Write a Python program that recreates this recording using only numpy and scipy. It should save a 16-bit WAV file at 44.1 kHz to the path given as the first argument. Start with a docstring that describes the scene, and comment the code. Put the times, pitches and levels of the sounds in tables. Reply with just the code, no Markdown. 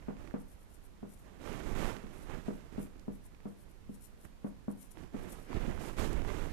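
"""A marker writes on a classroom whiteboard: its landings knock the panel into ringing modes and dense clatter,
and its felt tip hisses through each stroke, a rain of tiny slips that follows the pen speed.
Left: a microphone standing near the board. Right: a clip-on microphone on the writer, whose shirt rubs it
(filtered noise, slips and snapping folds) as the arm moves and as the writer turns at the end.
Clicks, soft swishes, diffuse classroom reflections and steady air noise complete the scene."""
import sys
import numpy as np
from scipy import signal
from scipy.fft import rfft, irfft
from scipy.io import wavfile

SR = 44100
rng = np.random.default_rng(int(sys.argv[2]) if len(sys.argv) > 2 else 0)


def generate_wav(signal):
    """Clip the signal to [-1, 1] and save it as 16-bit WAV at the path in sys.argv[1]."""
    frames = np.transpose(np.atleast_2d(signal))
    scaled = np.clip(frames, -1, 1) * 32767
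    pcm = np.round(scaled).astype(np.int16)
    wavfile.write(sys.argv[1], SR, pcm)


N = 287664
CUTOFF_HZ = 14050


# marker landings: start_s, level_db (relative), hardness_hz, clatter_db (upper modes)
TAPS = [(0.0833, -26, 660, 3), (0.34, -25.5, 840, 4), (1.0287, -30.5, 557, 2.5), (2.0379, -36.5, 270, -8),
        (2.482, -23, 760, -1), (2.7804, -23.5, 560, -5), (3.0805, -25.5, 463, -2),
        (3.4552, -28.5, 484, 3.5), (3.8928, -30.5, 267, -9), (4.4449, -25.5, 600, 2.5),
        (4.681, -25, 540, 1.5), (5.143, -27.5, 500, 3), (5.6779, -28.5, 303, 0)]
REBOUND_S, REBOUND_WIDTH_S, REBOUND_DB = 0.024, 0.0048, -6   # the panel swings back against its frame


def tap_force(clatter_t60_s=0.16, tick_t60_s=0.012):
    """Each landing is a short push, briefer when harder; it also stirs upper modes too dense to tell apart."""
    force, clatter = np.zeros(N + SR), np.zeros((2, N + SR))
    t = np.arange(SR // 6) / SR
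    dying = from_db(-60 * t / clatter_t60_s) + from_db(-60 * t / tick_t60_s)
    dying = dying + from_db(REBOUND_DB) * np.exp(-((t - REBOUND_S) / REBOUND_WIDTH_S) ** 2)
    for start_s, level_db, hardness_hz, clatter_db in TAPS:
        push = t * np.exp(-2 * np.pi * hardness_hz * t)
        softness = 1 + (230 / hardness_hz) ** 2   # a soft landing needs more momentum for the same thud
        push = from_db(level_db) * softness * push / push.sum()
        first = round(start_s * SR)
        at = slice(first, first + len(t))
        force[at] += push
        noise = rng.standard_normal((2, len(t))) * dying   # one row per microphone
        burst = signal.fftconvolve(noise, [push])[:, :len(t)]
        clatter[:, at] += from_db(clatter_db) * burst
    clatter = clatter[:, :N]
    # the panel shudders against its frame, differently after every landing
    shudder = from_db(3.5) * cut(clatter, [255, 370], "band")
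    return force[:N], cut(clatter, [420, 1700], "band") + shudder


# panel modes: pitch_hz, t60_s, standing_db, clip_on_db (relative, per microphone)
BOARD = [(159.9, 0.38, -20, -24), (203, 0.15, -7, -9.5), (247, 0.042, -5.5, 4.5), (317, 0.014, -39.9, -1.5),
         (340.6, 0.28, -31, -22.5), (400.7, 0.1, -47, -12), (478, 0.2, -22, -15.5), (607, 0.23, -19.5, -26)]


def board(force, clatter, place_db=1.47):
    """The panel rings in its modes, each more or less as the pen moves over it; one signal per microphone."""
    force = cut(force, 93, "high")   # the panel hardly radiates its slowest bending
    knock = from_db(-16.0) * ring(force, hz=272, t60_s=0.03)   # the dead spot under the tip
    standing = knock + from_db(-7) * clatter[0]
    clip_on = from_db(-3.0) * clatter[1]
    for k, (pitch_hz, t60_s, standing_db, clip_on_db) in enumerate(BOARD):
        mode = ring(force * from_db(place_db * drift(1.0)), pitch_hz, t60_s)
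        standing = standing + from_db(standing_db) * mode
        clip_on = clip_on + from_db(clip_on_db) * mode * (-1) ** k
    return -standing, -delay(clip_on, seconds=0.0014)


# pen strokes: fastest_s, length_s, level_db (relative)
STROKES = [(.412, 0.041, -64.5), (.52, 0.072, -66), (.625, 0.065, -70.5), (.74, 0.07, -66),
           (.853, 0.058, -68.5), (1.125, 0.066, -62.5), (1.2, 0.12, -70.5), (2.205, 0.14, -65.5),
           (2.555, 0.068, -69), (2.838, 0.065, -59.5), (3.152, .05, -64.5), (3.257, 0.037, -61.5),
           (3.51, .055, -68), (3.617, .075, -68), (3.712, 0.041, -71), (3.945, 0.056, -63.5),
           (4.051, 0.064, -59), (4.243, 0.077, -65), (4.482, .05, -67), (4.716, 0.034, -62.5),
           (4.836, 0.085, -60), (4.926, 0.042, -62), (5.228, 0.082, -69), (5.324, 0.059, -56),
           (5.42, 0.14, -69.5), (5.878, 0.15, -62.5)]


def pen_speed():
    """Each stroke is one swell of speed."""
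    return movement(STROKES)


def pen_drag(speed):
    """A moving tip shakes the panel: low-passed noise follows its speed."""
    return from_db(-29.0) * speed * cut(rng.standard_normal(N), 500, "low")


# felt hiss spectrum: pitch_hz, density_db (per Hz, relative)
FELT_TIP = [(3000, -0.5), (4800, -13), (5700, -4.5), (6500, -7), (7200, -1), (7800, -3.5), (8700, 2.8),
            (9700, -0.5), (10800, 4), (12300, 0.5), (13700, -8.5)]


def felt_tip(speed, catch_db=3.0):
    """Felt fibres catch and slip on the glossy surface; ripples drift slowly through the hiss spectrum."""
    hiss = slips(per_s=9000, spread_db=-1.5) * from_db(catch_db * drift(110))
    copy_delay_s = .0009 * from_db(1.2 * drift(.7))   # a short, wandering delayed copy makes the ripples
    hiss = hiss + .6 * delay(hiss, copy_delay_s)
    speed = speed * from_db(1.0 * drift(30))   # the hand's pressure wavers
    return speed * cut(colour(hiss, FELT_TIP), 4300, "high", order=3)


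# small clicks as the writer turns, marker in hand: start_s, peak_db (relative), bright_hz
CLICKS = [(5.968, -48, 1630), (5.982, -46, 700), (6.445, -55, 11000), (6.465, -56, 11000)]


def marker_clicks():
    """Short bursts of band-passed noise."""
    return crackles(CLICKS, decay_s=.003)


RUBS = [(-.04, 0.14, -47, -58.5, -73), (0.147, 0.14, -50, -54.5, -69), (1.187, 0.19, -70, -59, -73),
        (1.382, 0.22, -44.5, -43, -57), (1.608, 0.17, -38.5, -44, -57.5), (1.741, 0.14, -38.5, -37, -50.5),
        (1.944, 0.52, -49.5, -53.5, -65.5), (2.266, 0.091, -46, -44.5, -64), (2.447, 0.042, -47, -54, -64),
        (2.693, 0.11, -46, -52.5, -67.5), (2.85, .2, -55, -69, -90), (4.239, 0.02, -43, -56.5, -71),
        (4.947, 0.094, -47, -53.5, -66), (5.112, 0.14, -47.5, -49.5, -64), (5.236, 0.15, -48.5, -52.5, -64),
        (5.455, 0.26, -35, -44.5, -59.5), (5.777, 0.11, -55, -44.5, -55), (5.958, 0.091, -32.5, -36.5, -48),
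        (6.075, 0.12, -32.5, -43.5, -58.5), (6.211, 0.21, -37.5, -42.5, -56), (6.49, 0.051, -45, -52, -60)]
GRIP_SHARE, RELAX_SHARE = 0.36, 0.54   # tightening ramp and relaxing decay, in shares of a rub's length
# the shirt never lies quite still
RESTING_TUG_DB, RESTING_RUB_DB, RESTING_FIBRE_DB = -56.5, -67.5, -77


def rubbing_db():
    """Tug, rub and fibre levels: each rub grips, slides evenly and relaxes; short ones are the most abrupt."""
    t = np.arange(N) / SR
    resting_db = [RESTING_TUG_DB, RESTING_RUB_DB, RESTING_FIBRE_DB]
    power = np.outer(from_db(resting_db) ** 2, np.ones(N))
    for start_s, length_s, *levels_db in RUBS:
        progress = (t - start_s) / length_s
        grip = np.clip(progress / GRIP_SHARE, 0, 1)
        relax = np.exp(-np.clip(progress - 1, 0, 10) / RELAX_SHARE)
        power += np.outer(from_db(levels_db) ** 2, (grip * relax) ** 2)
    return 10 * np.log10(power)


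# cloth noise spectrum: pitch_hz, density_db (per Hz, relative)
CLOTH = [(25, 4), (55, -5.5), (120, -9.5), (200, -9), (330, -11), (500, -18), (750, -23), (1200, -26.5),
         (2000, -30), (3000, -35), (4700, -42), (6800, -41), (10000, -46), (13500, -49.5)]


def shirt(catch_db=1.0, flutter_db=1.0, lump_db=1.5):
    """Cloth on the microphone housing: slow tugs, dull bumps, the rasp of the weave, the hiss of fibres."""
    tug_db, rub_db, fibre_db = rubbing_db()
    catching = from_db(catch_db * drift(43))   # the cloth sticks and lets go
    tug = rms_one(cut(colour(rng.standard_normal(N), CLOTH), 114, "low", order=3))

    lumps = from_db(lump_db * drift(18.5))
    bumps = colour(slips(per_s=700, spread_db=2.0) * catching * lumps, CLOTH)
    bumps = rms_one(cut(cut(bumps, 123, "high"), 482, "low", order=3))

    flutter = from_db(flutter_db * drift(29))
    weave = colour(slips(per_s=6000, spread_db=1.5) * catching * flutter, CLOTH)
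    weave = rms_one(cut(cut(weave, 434, "high", order=3), 3440, "low", order=4))

    fibres = colour(slips(per_s=9700, spread_db=3.0) * np.sqrt(catching), CLOTH)
    fibres = rms_one(cut(fibres, 3580, "high", order=4))

    bump_db = rub_db + 0.2 * (tug_db - rub_db) + 2.0   # taut cloth bumps harder
    low = from_db(tug_db + 2.5) * tug + from_db(bump_db) * bumps
    return low + from_db(rub_db) * weave + from_db(fibre_db + 0.65) * fibres


CREASES_PER_S, CREASE_OVER_RUB_DB, CREASE_SPREAD_DB, CREASE_HZ = 20, 6, 1, 1340


def creases():
    """Lesser folds let go at random, louder as the cloth rubs: start_s, peak_db, bright_hz."""
    rub_db = rubbing_db()[1]
    at = np.flatnonzero(rng.random(N) < CREASES_PER_S / SR)
    size, octaves = rng.standard_normal((len(at), 2)).T
    peak_db = rub_db[at] + CREASE_OVER_RUB_DB + CREASE_SPREAD_DB * size
    return zip(at / SR, peak_db, CREASE_HZ * 2 ** (.5 * octaves))


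# folds of the shirt snapping over: start_s, peak_db, bright_hz
SNAPS = [(.168, -43, 1700), (.275, -42.5, 1850), (.31, -39.5, 1180), (2.0674, -43.5, 2500),
         (2.309, -50.5, 990), (2.9955, -48, 6000), (3.3205, -53, 1500), (3.3476, -47, 2400),
         (3.4039, -46, 1500), (4.2508, -43.5, 1090), (4.972, -41, 1000), (5.5295, -28, 1080),
         (5.7771, -31, 1000), (5.985, -28, 1290), (6.1303, -35, 6500), (6.249, -29.5, 1000),
         (6.303, -27, 1000)]


def shirt_folds():
    """Listed folds and random creases snap as very short noise bursts."""
    return crackles([*SNAPS, *creases()], decay_s=0.001)


# swishes of the writer's arm and body: fastest_s, length_s, level_db (before the high-pass)
SWISHES = [(.18, 0.3, -67), (1.9, 0.44, -69), (5.565, 0.17, -50.5), (6.0, 0.51, -59.5), (6.508, 0.06, -53)]
# swish spectrum: pitch_hz, density_db (per Hz, relative)
SLEEVE = [(280, -5), (400, 4), (550, -2), (700, -6), (900, -6), (1150, -21), (1500, -11), (1950, -5),
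          (2500, -11.5), (3800, -23.4), (4800, -18), (6000, -27), (8000, -45)]


def swishes():
    """Soft cloth noise heard across the room swells with each movement."""
    return movement(SWISHES) * cut(colour(rng.standard_normal(N), SLEEVE), 220, "high")


# classroom reverberation: pitch_hz, t60_s
ROOM_T60 = [(100, 0.43), (250, 0.32), (700, 0.47), (2000, 0.32), (12000, 0.3)]


def classroom(x, build_s=0.0043):
    """Diffuse reflections build up and die away octave by octave, at about the power of the source."""
    t, response = np.arange(SR // 2) / SR, 0
    for low_hz in 55 * 2. ** np.arange(8):
        band = cut(rng.standard_normal(len(t)), [low_hz, 2 * low_hz], "band")
        t60_s = at_hz(ROOM_T60, low_hz * np.sqrt(2))
        band = band * from_db(-60 * t / t60_s) * (1 - np.exp(-(t / build_s) ** 2))
        response = response + band * np.sqrt(2 * low_hz / SR / np.sum(band ** 2))
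    return signal.fftconvolve(x, response)[:N]


# background spectrum, standing microphone: pitch_hz, density_db (per Hz, relative)
ROOM_AIR = [(25, 4.5), (70, -2.5), (100, -12.5), (200, -10.5), (280, -16.5), (470, -20), (570, -21.5),
            (780, -24), (960, -22.5), (1200, -28.5), (2000, -31.5), (4000, -34), (8000, -38), (13500, -41)]
# background spectrum, clip-on microphone: pitch_hz, density_db (per Hz, relative)
CLIP_ON_AIR = [(25, -1), (60, -2.5), (120, -15.5), (210, -10.5), (300, -24), (450, -21), (700, -25.5),
               (2000, -30.5), (4000, -39), (8000, -45.5), (13500, -45.5)]


def air():
    """Steady coloured noise, independent at the two microphones."""
    standing = from_db(-58.0) * colour(rng.standard_normal(N), ROOM_AIR)
    clip_on = from_db(-56.0) * colour(rng.standard_normal(N), CLIP_ON_AIR)
    return standing, clip_on


SPEEDING_UP_SHARE = .6   # a movement gathers speed for this share of its length, then brakes


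def movement(table):
    """Friction follows speed: one smooth swell per movement, its length between the 1/e amplitude points."""
    t, power = np.arange(N) / SR, np.zeros(N)
    for fastest_s, length_s, level_db in table:
        near = np.abs(t - fastest_s) < 2 * length_s
        share = np.where(t[near] < fastest_s, SPEEDING_UP_SHARE, 1 - SPEEDING_UP_SHARE)
        u = (t[near] - fastest_s) / (length_s * share)
        power[near] += from_db(level_db) ** 2 * np.exp(-2 * u * u)
    return np.sqrt(power)


def crackles(table, decay_s):
    """Tiny dry bursts, each with a brightness of its own."""
    out, t = np.zeros(N + SR), np.arange(SR // 40) / SR
    for start_s, peak_db, bright_hz in table:
        burst = rng.standard_normal(len(t)) * np.exp(-t / decay_s)
        burst = cut(burst, [bright_hz / 2, bright_hz * np.sqrt(2)], "band")
        out[round(start_s * SR):][:len(t)] += from_db(peak_db) * burst / np.abs(burst).max()
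    return out[:N]


def slips(per_s, spread_db):
    """Friction: a dense rain of tiny slips of uneven size; rms 1."""
    size_db = spread_db * np.minimum(rng.exponential(1, N), 4)
    sizes = from_db(size_db) * rng.choice([-1, 1], N)
    return rms_one(sizes * (rng.random(N) < per_s / SR))


def ring(x, hz, t60_s):
    """A unit click sets a cosine of height 1 ringing; the lowest frequencies pass only weakly."""
    r, w = from_db(-60 / (t60_s * SR)), 2 * np.pi * hz / SR
    return signal.lfilter([.5, 0, -.5 * r * r], [1, -2 * r * np.cos(w), r * r], x + 1e-18)


def drift(rate_hz):
    """Smoothed chance with spread 1, drawn at every 40th sample."""
    r = np.exp(-80 * np.pi * rate_hz / SR)
    noise = rng.standard_normal(N // 40 + 2002)
    slow = signal.lfilter([1], [1, -2 * r, r * r], noise)[2000:]   # settled part
    return np.interp(np.arange(N) / 40, np.arange(len(slow)), rms_one(slow))


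def delay(x, seconds):
    """Shift later by a fixed or varying time."""
    return np.interp(np.arange(N) - seconds * SR, np.arange(N), x, left=0)


def colour(x, spectrum):
    """Shape noise by a spectrum; rms 1."""
    hz = np.arange(N // 2 + 1) * SR / N
    gain = from_db(at_hz(spectrum, hz)) * (hz > 15) * (hz < CUTOFF_HZ)
    return rms_one(irfft(rfft(x) * gain, N))


def cut(x, hz, kind, order=2):
    """Butterworth filter."""
    hz = np.clip(hz, 10, .45 * SR)
    return signal.sosfilt(signal.butter(order, hz, kind, fs=SR, output="sos"), x)


def at_hz(points, hz):
    """Read a table against frequency on a log axis."""
    points = np.array(points)
    return np.interp(np.log(np.maximum(hz, 1)), np.log(points[:, 0]), points[:, 1])


def rms_one(x):
    """Scale to unit rms."""
    return x / np.sqrt(np.mean(x ** 2) + 1e-20)


def from_db(db):
    """Decibels to gain."""
    return 10 ** (np.asarray(db) / 20)


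def scene():
    speed = pen_speed()
    force, clatter = tap_force()
    panel, panel_close = board(force + pen_drag(speed), clatter)
    tip = felt_tip(speed) + marker_clicks()
    cloth = shirt() + shirt_folds()
    standing_air, clip_on_air = air()

    standing = panel + from_db(-8) * classroom(panel)
    standing = standing + from_db(4.0) * tip + from_db(-7.5) * classroom(tip)
    standing = standing + swishes() + standing_air

    clip_on = panel_close + from_db(-8.5) * classroom(panel_close)
    clip_on = clip_on + from_db(-29) * tip + cloth + clip_on_air
    return np.array([standing, clip_on])


def record(dry):
    """The top is cut steeply by an elliptic low-pass."""
    return signal.sosfilt(signal.ellip(12, .2, 80, CUTOFF_HZ, fs=SR, output="sos"), dry)


dry = scene()
out = record(dry)
generate_wav(out)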